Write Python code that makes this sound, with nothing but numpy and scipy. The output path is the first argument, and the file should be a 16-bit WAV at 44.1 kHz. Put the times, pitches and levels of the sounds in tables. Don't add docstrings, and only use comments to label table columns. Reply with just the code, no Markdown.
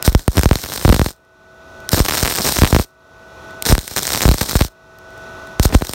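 import sys
import numpy as np
from scipy import signal
from scipy.fft import rfft, irfft, next_fast_len
from scipy.io import wavfile
from scipy.ndimage import map_coordinates

SR = 44100
rng = np.random.default_rng(int(sys.argv[2]) if len(sys.argv) > 2 else 0)


def store_pcm(level_fs):
    pcm = np.round(np.clip(level_fs, -1, 1) * 32767).astype(np.int16)
    wavfile.write(sys.argv[1], SR, np.atleast_2d(pcm).T)


N = 261954

# frequency_hz, relative_db
FAN_SPECTRUM = [(18, -31), (30, -10), (69, -6.5), (250, -11.5), (374, -11.5), (600, -9.5), (774, -13),
                (1200, -11.5), (1480, -15), (1700, -26), (1910, -17.5), (2140, -28.5), (2530, -20),
                (3000, -28), (3450, -22.5), (4100, -25.5), (4830, -30), (5660, -26.5), (6960, -31.5),
                (7720, -37.5), (15000, -43.5)]
# pitch_hz, relative_db
FAN_TONES = [(372, -14), (467, -24), (652, -8), (870, -18), (1305, -14.5), (1491, -5.5), (1958, -26)]
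DRONE_DIPS = [-19.5, -17, -14.5, -10]
# time_s, level_db
ARC_RUNS = [
    [(.022, -57), (.057, -18), (.11, -42), (.152, -45.5), (.186, -40), (.274, -49), (.342, -35.5),
     (.385, -33.5), (.5, -37), (.618, -34.5), (.83, -30.5), (.93, -33.5), (1.1, -31.5), (1.122, -41.5)],
    [(1.888, -46), (1.913, -37), (1.919, -21), (2.0, -23), (2.03, -31.5), (2.074, -31.5), (2.147, -23.5),
     (2.4, -27.5), (2.479, -19.5), (2.66, -27), (2.822, -30.5), (2.849, -40.5)],
    [(3.62, -44), (3.645, -44), (3.664, -21), (3.714, -23), (3.778, -37.5), (3.95, -34), (3.97, -26),
     (4.03, -27.5), (4.232, -26), (4.352, -31), (4.558, -26.5), (4.666, -35), (4.684, -43)],
    [(5.594, -36), (5.622, -38.5), (5.63, -23), (5.65, -22.5), (5.709, -47), (5.738, -29), (5.809, -41),
     (5.94, -35.5)],
]
# frequency_hz, relative_db
ARC_SPECTRUM = [(880, -32.5), (1500, -2.5), (2680, -10), (3680, -2.5), (4140, 0), (4660, -3.5), (5290, 0),
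                (6320, -4.5), (8170, -5.5), (8840, -1), (10100, -16.5), (11800, -5.5), (14300, -9),
                (15800, -7.5)]
# start_s, relative_db, body_db (weight of the jump against the crack)
SNAPS = [(0.0257, 1, -22), (0.0545, -3, -20), (0.1284, -11, -19), (0.1939, -13, -14), (0.385, -4, -15),
         (0.4124, -8, -14), (0.4433, -7, -11), (0.4909, -10, -9), (0.5312, -4, -10), (0.6612, -9, -10),
         (0.7209, -5, -11), (0.7608, -5, -14), (0.7763, -7, -14), (0.8134, -7, -13), (0.9297, -7, -11),
         (0.9472, -6, -10), (1.8911, -1, -22), (1.9673, -2, -15), (1.9816, -1, -13), (1.993, -2, -11),
         (2.0119, -4, -19), (2.0487, -4, -18), (2.0524, -2, -10), (2.0586, -6, -16), (2.0622, -1, -12),
         (2.0839, 0, -11), (2.0865, 1, -10), (2.0892, 0, -12), (2.0962, -1, -11), (2.1096, 0, -11),
         (2.1226, -1, -9), (2.1379, -2, -11), (2.1446, -2, -11), (2.1509, -1, -11), (2.1723, -3, -15),
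         (2.1774, -1, -12), (2.1805, -2, -14), (2.1899, -3, -13), (2.2046, -2, -16), (2.2339, 0, -13),
         (2.2498, 0, -11), (2.257, 0, -9), (2.2647, 1, -12), (2.2765, -2, -8), (2.2809, -2, -10),
         (2.2985, -2, -13), (2.3111, 0, -13), (2.3234, -3, -10), (2.3264, -4, -15), (2.3389, -4, -18),
         (2.3511, -4, -14), (2.3566, -2, -17), (2.3628, -3, -17), (2.3781, -2, -14), (2.3845, -1, -11),
         (2.387, -1, -9), (2.4494, -3, -13), (2.4539, -3, -14), (2.4693, -2, -13), (2.4743, 0, -9),
         (2.4884, -1, -11), (2.4952, -1, -14), (2.5238, -1, -13), (2.5683, -1, -9), (2.5888, -2, -10),
         (2.6144, -3, -11), (2.6467, -1, -5), (2.6533, -3, -9), (2.6665, -6, -7), (2.6747, -4, -13),
         (2.7531, -4, -11), (2.8129, -8, -16), (3.6238, 1, -22), (3.6537, -1, -17), (3.6702, -1, -14),
         (3.6886, -1, -9), (3.7039, -2, -11), (3.7162, -2, -14), (3.752, 0, -10), (3.7907, -9, -21),
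         (3.8786, -6, -18), (3.964, 0, -12), (3.9717, 0, -10), (3.9785, -1, -19), (3.9812, 1, -14),
         (3.9852, -3, -19), (3.9917, -1, -14), (4.0319, -4, -18), (4.0533, -2, -17), (4.0697, -1, -20),
         (4.0775, -1, -14), (4.091, -4, -16), (4.1042, -2, -11), (4.1199, -1, -14), (4.1327, -3, -24),
         (4.1385, -3, -13), (4.148, -1, -9), (4.159, 0, -15), (4.1753, 0, -12), (4.2074, -1, -10),
         (4.2183, 1, -14), (4.2264, 0, -11), (4.2303, -2, -11), (4.2359, -1, -11), (4.2581, -3, -9),
         (4.3209, -5, -14), (4.3394, -5, -13), (4.3831, -4, -14), (4.4105, -2, -12), (4.4163, -2, -11),
         (4.4306, -1, -18), (4.495, -4, -14), (4.5113, -3, -13), (4.5178, -4, -15), (4.5584, -5, -10),
         (4.5659, -5, -16), (4.5706, -5, -18), (4.5924, -5, -12), (4.6071, -3, -8), (4.621, -1, -13),
         (5.6292, -6, -27), (5.6331, -2, -20), (5.8494, -10, -15), (5.8699, -10, -21), (5.9353, -4, -12)]
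# start_s, jump_amplitude (signed), settle_ms, crack_relative_db
POPS = [(0.0774, -1.82, 18, 2), (0.1494, 1.9, 11, -5.5), (.2796, -1.66, 2.3, -3.5), (0.3706, 0.75, 3.9, -3),
        (0.3777, 0.5, 4, -8), (0.3808, 1.37, 6.1, -3), (0.3931, 0.8, 9.5, -1), (.4334, 1, 0.71, 2),
        (0.4355, 0.1, 2.4, -20), (.4574, -1.84, 3.5, -5), (.5119, 2.1, 2.1, -15), (.556, 0.78, 0.82, -3),
        (0.6377, -0.05, 2.6, -6.5), (.8498, 1.8, 2.2, -9), (0.8545, -1.3, 0.85, -8),
        (0.8784, -1.35, 3.1, -8), (0.8917, 1.5, 5.1, -2.5), (0.8991, -1.6, 3.9, -14),
        (0.9248, 1.2, 1.5, -8), (.926, -1.1, 1.5, -8), (0.9288, 1, 1, -10), (0.9437, 0.87, 2.6, -4),
        (0.9634, 0.7, .8, -5.5), (0.9946, -1.4, 1.7, -6.5), (1.0153, 1.45, 2, -26),
        (1.0619, 0.9, 0.78, -8.5), (1.9312, -1.06, 2.1, 4.5), (1.934, 0.5, 3.7, 1), (1.9443, 0.6, 9, -18),
        (2.002, 1.5, 8.3, -17), (2.1834, 0, 1.6, -3), (2.2282, 0.73, 7.3, 3), (2.586, 0.63, 9, -3),
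        (2.619, 1.75, 12, -1), (2.6344, 1.8, 1.8, -2), (2.6358, -1.5, 3.6, -10), (2.7271, -1.78, 2.6, -9),
        (2.7475, 1.7, 1.2, -5), (2.7637, 2.3, 0.65, -7), (2.7896, 0.5, 1.6, -15), (2.7966, -1.2, 1, -7.5),
        (3.696, 0.45, 12, -8), (3.6965, 0.5, 4, -17), (3.7127, -0.9, 5.2, -1), (3.7234, 2, 14, -16),
        (3.7801, 0.7, 1.1, -3.5), (4.2537, 1.68, 6.3, -13), (4.2795, -1.1, 5.9, -2), (4.2893, 1.43, 11, 0),
        (4.3138, -1, 9.7, -1), (4.3426, -0.7, 0.88, -4.5), (4.4132, 0.86, 1.2, 0.5), (4.5544, 1.4, 6.2, -6),
        (4.611, 1.6, 2.3, -4), (4.6483, 0.3, 2.4, -10.5), (5.5971, 1.46, 8.5, -1.5),
        (5.6536, -1.44, 8.2, -4), (5.7458, .9, 11, -7), (5.7496, 2.5, 3.9, -9), (5.8215, -1.0, 0.68, -12),
        (5.8937, -.4, 0.51, -4.5)]
# start_s, length_s, level_db
GURGLES = [(.35, 0.022, -19), (.637, 0.0057, -16.5), (1.941, 0.0051, -7), (1.972, .022, -8),
           (2.4, 0.0094, -13), (3.688, 0.027, -15), (5.685, .04, -19), (5.724, 0.017, -11),
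           (5.808, 0.012, -20)]
# start_s, relative_db
TICKS = [(1.25, -49.5), (1.8034, -34.5), (3.5084, -35), (4.9867, -35), (5.1053, -39), (5.178, -34),
         (5.4725, -33)]
# cutoff_hz, quality_factor
LOW_CUTS = [(59.6, 1.085), (36, 1.29)]
ALL_PASSES = [270, 270, 330]


def amp(db):
    return 10 ** (np.asarray(db) / 20)


def unit_rms(x):
    return x / np.sqrt(np.mean(x ** 2))


def wobble(rate_hz):
    knots = rng.standard_normal(int(N * rate_hz / SR) + 4)
    return map_coordinates(knots, [np.arange(N) * rate_hz / SR])


def filtered(x, response):
    size = next_fast_len(N + SR // 2)
    return irfft(rfft(x, size) * response(np.fft.rfftfreq(size, 1 / SR)), size)[..., :N]


def coloured(x, spectrum):
    hz, db = np.transpose(spectrum)
    size = 2 ** 13
    gain = unit_rms(amp(np.interp(np.log(np.fft.rfftfreq(size, 1 / SR) + 1), np.log(hz), db)))
    cepstrum = irfft(np.log(gain))
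    fold = np.r_[1, np.full(size // 2 - 1, 2), np.zeros(size // 2)]
    return signal.fftconvolve(x, irfft(np.exp(rfft(cepstrum * fold))))[:N]


def place(start_s, pulses):
    index = np.round(start_s * SR).astype(int)[:, None] + np.arange(pulses.shape[1])
    return np.bincount(index.ravel(), pulses.ravel(), N + SR)[:N]


def jumps(start_s, height, settle_ms, samples):
    t_ms = np.arange(samples) / SR * 1000
    steps = place(start_s, height[:, None] * np.exp(-t_ms / np.reshape(settle_ms, (-1, 1))))
    return filtered(steps, lambda hz: 1 / (1 + 1j * hz / 4500) ** 2)


def cracks(start_s, db, shock, t60_s, tail_db, tail_t60_s):
    t = np.arange(600) / SR
    envelope = amp(-60 * t / t60_s) + amp(tail_db - 60 * t / tail_t60_s)
    pulses = envelope * rng.standard_normal((len(start_s), len(t))) - shock * (t == 0)
    return coloured(place(start_s, amp(db)[:, None] * pulses), ARC_SPECTRUM)


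def fan():
    t = np.arange(N) / SR
    tones = sum(amp(db + 3.5 + 1.2 * wobble(9.1)) * np.sin(2 * np.pi * (hz * t + 0.042 * wobble(7.1)))
                for hz, db in FAN_TONES)
    air = amp(-3.5 + wobble(7)) * unit_rms(coloured(rng.standard_normal(N), FAN_SPECTRUM))
    return air + tones


def drone_gain(rest_db=-35.5, sink_s=0.21, hold_s=0.029, return_db_per_s=27.5):
    t, dips = np.arange(N) / SR, []
    for run, depth_db in zip(ARC_RUNS, DRONE_DIPS):
        start_s, stop_s = run[0][0], run[-1][0]
        sink_db = depth_db * np.clip((t - start_s) / sink_s, 0, 1)
        dips.append(sink_db + return_db_per_s * np.maximum(t - stop_s - hold_s, 0))
    return amp(rest_db + np.minimum(np.min(dips, axis=0), 0))


def sizzle_level(drop_db=9, fade_db_per_s=330):
    t, level_db = np.arange(N) / SR, np.full(N, -120.)
    for run in ARC_RUNS:
        time_s, db = np.transpose(run)
        after_s = np.maximum(t - time_s[-1], 0)
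        run_db = np.interp(t, time_s, db) - drop_db * (after_s > 0) - fade_db_per_s * after_s
        level_db = np.where(t >= time_s[0], np.maximum(level_db, run_db), level_db)
    return level_db


def arc_hiss(sizzle_db, cutoff_hz=2500):
    flutter_db = 1.23 * wobble(45) + 2.1 * wobble(260)
    hiss = amp(sizzle_db + flutter_db) * coloured(rng.standard_normal(N), ARC_SPECTRUM)
    return filtered(hiss, lambda hz: 1j * hz / (cutoff_hz + 1j * hz))


def fine_droplets(sizzle_db, count=2200):
    when, strength, settle = rng.random((count, 3)).T
    start_s = when * (N - 1) / SR
    db = sizzle_db[(start_s * SR).astype(int)] + np.minimum(-3.5 * np.log(strength), 13)
    crack = cracks(start_s, db + 5, shock=2.45, t60_s=0.002, tail_db=-19.5, tail_t60_s=0.006)
    return crack + jumps(start_s, -amp(db + 8), settle_ms=0.058 + 0.36 * settle ** 3, samples=180)


def droplet_snaps():
    start_s, db, body_db = np.transpose(SNAPS)
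    crack_db = db - 7 - 0.33 * (body_db - body_db.mean())
    crack = cracks(start_s, crack_db, shock=1.9, t60_s=0.0038, tail_db=-16.5, tail_t60_s=0.0095)
    return crack + jumps(start_s, -amp(db + body_db + 18.5), settle_ms=0.043, samples=200)


def short_circuits():
    start_s, height, settle_ms, db = np.transpose(POPS)
    crack = cracks(start_s, db - 8, shock=3.1, t60_s=0.0058, tail_db=-18, tail_t60_s=0.0095)
    return crack + jumps(start_s, height, settle_ms, samples=1900)


def pool_gurgles(per_swarm=12, scatter_db=3.5):
    start_s, length_s, db = np.repeat(GURGLES, per_swarm, axis=0).T
    when, sign, size = rng.random((len(start_s), 3)).T
    height = np.sign(sign - .5) * amp(db + scatter_db * (2 * size - 1))
    return jumps(start_s + when * length_s, height, settle_ms=0.44 * (.5 + size), samples=300)


def bead_ticks():
    start_s, db = np.transpose(TICKS)
    return cracks(start_s, db - 3, shock=1.2, t60_s=0.003, tail_db=-8, tail_t60_s=0.012)


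def scene():
    crackle = short_circuits() + droplet_snaps()
    sizzle_db = sizzle_level()
    sizzle = arc_hiss(sizzle_db) + fine_droplets(sizzle_db)
    return (crackle + sizzle + pool_gurgles() + drone_gain() * fan() + bead_ticks())[None]


def record(dry, hiss_db=-77, ceiling=0.99, top_hz=15900):
    def response(hz):
        s = 1j * hz
        high_pass = np.prod([s * s / (s * s + s * fc / q + fc * fc) for fc, q in LOW_CUTS], axis=0)
        all_pass = np.prod([(s - fc) / (s + fc) for fc in ALL_PASSES], axis=0)
        return high_pass * all_pass
    dispersed = filtered(dry + amp(hiss_db) * rng.standard_normal(N), response)
    saturated = dispersed / (1 + np.abs(dispersed / ceiling) ** 12) ** (1 / 12)
    return filtered(saturated, lambda hz: 1 / (1 + (hz / top_hz) ** 120))


dry = scene()
out = record(dry)
store_pcm(out)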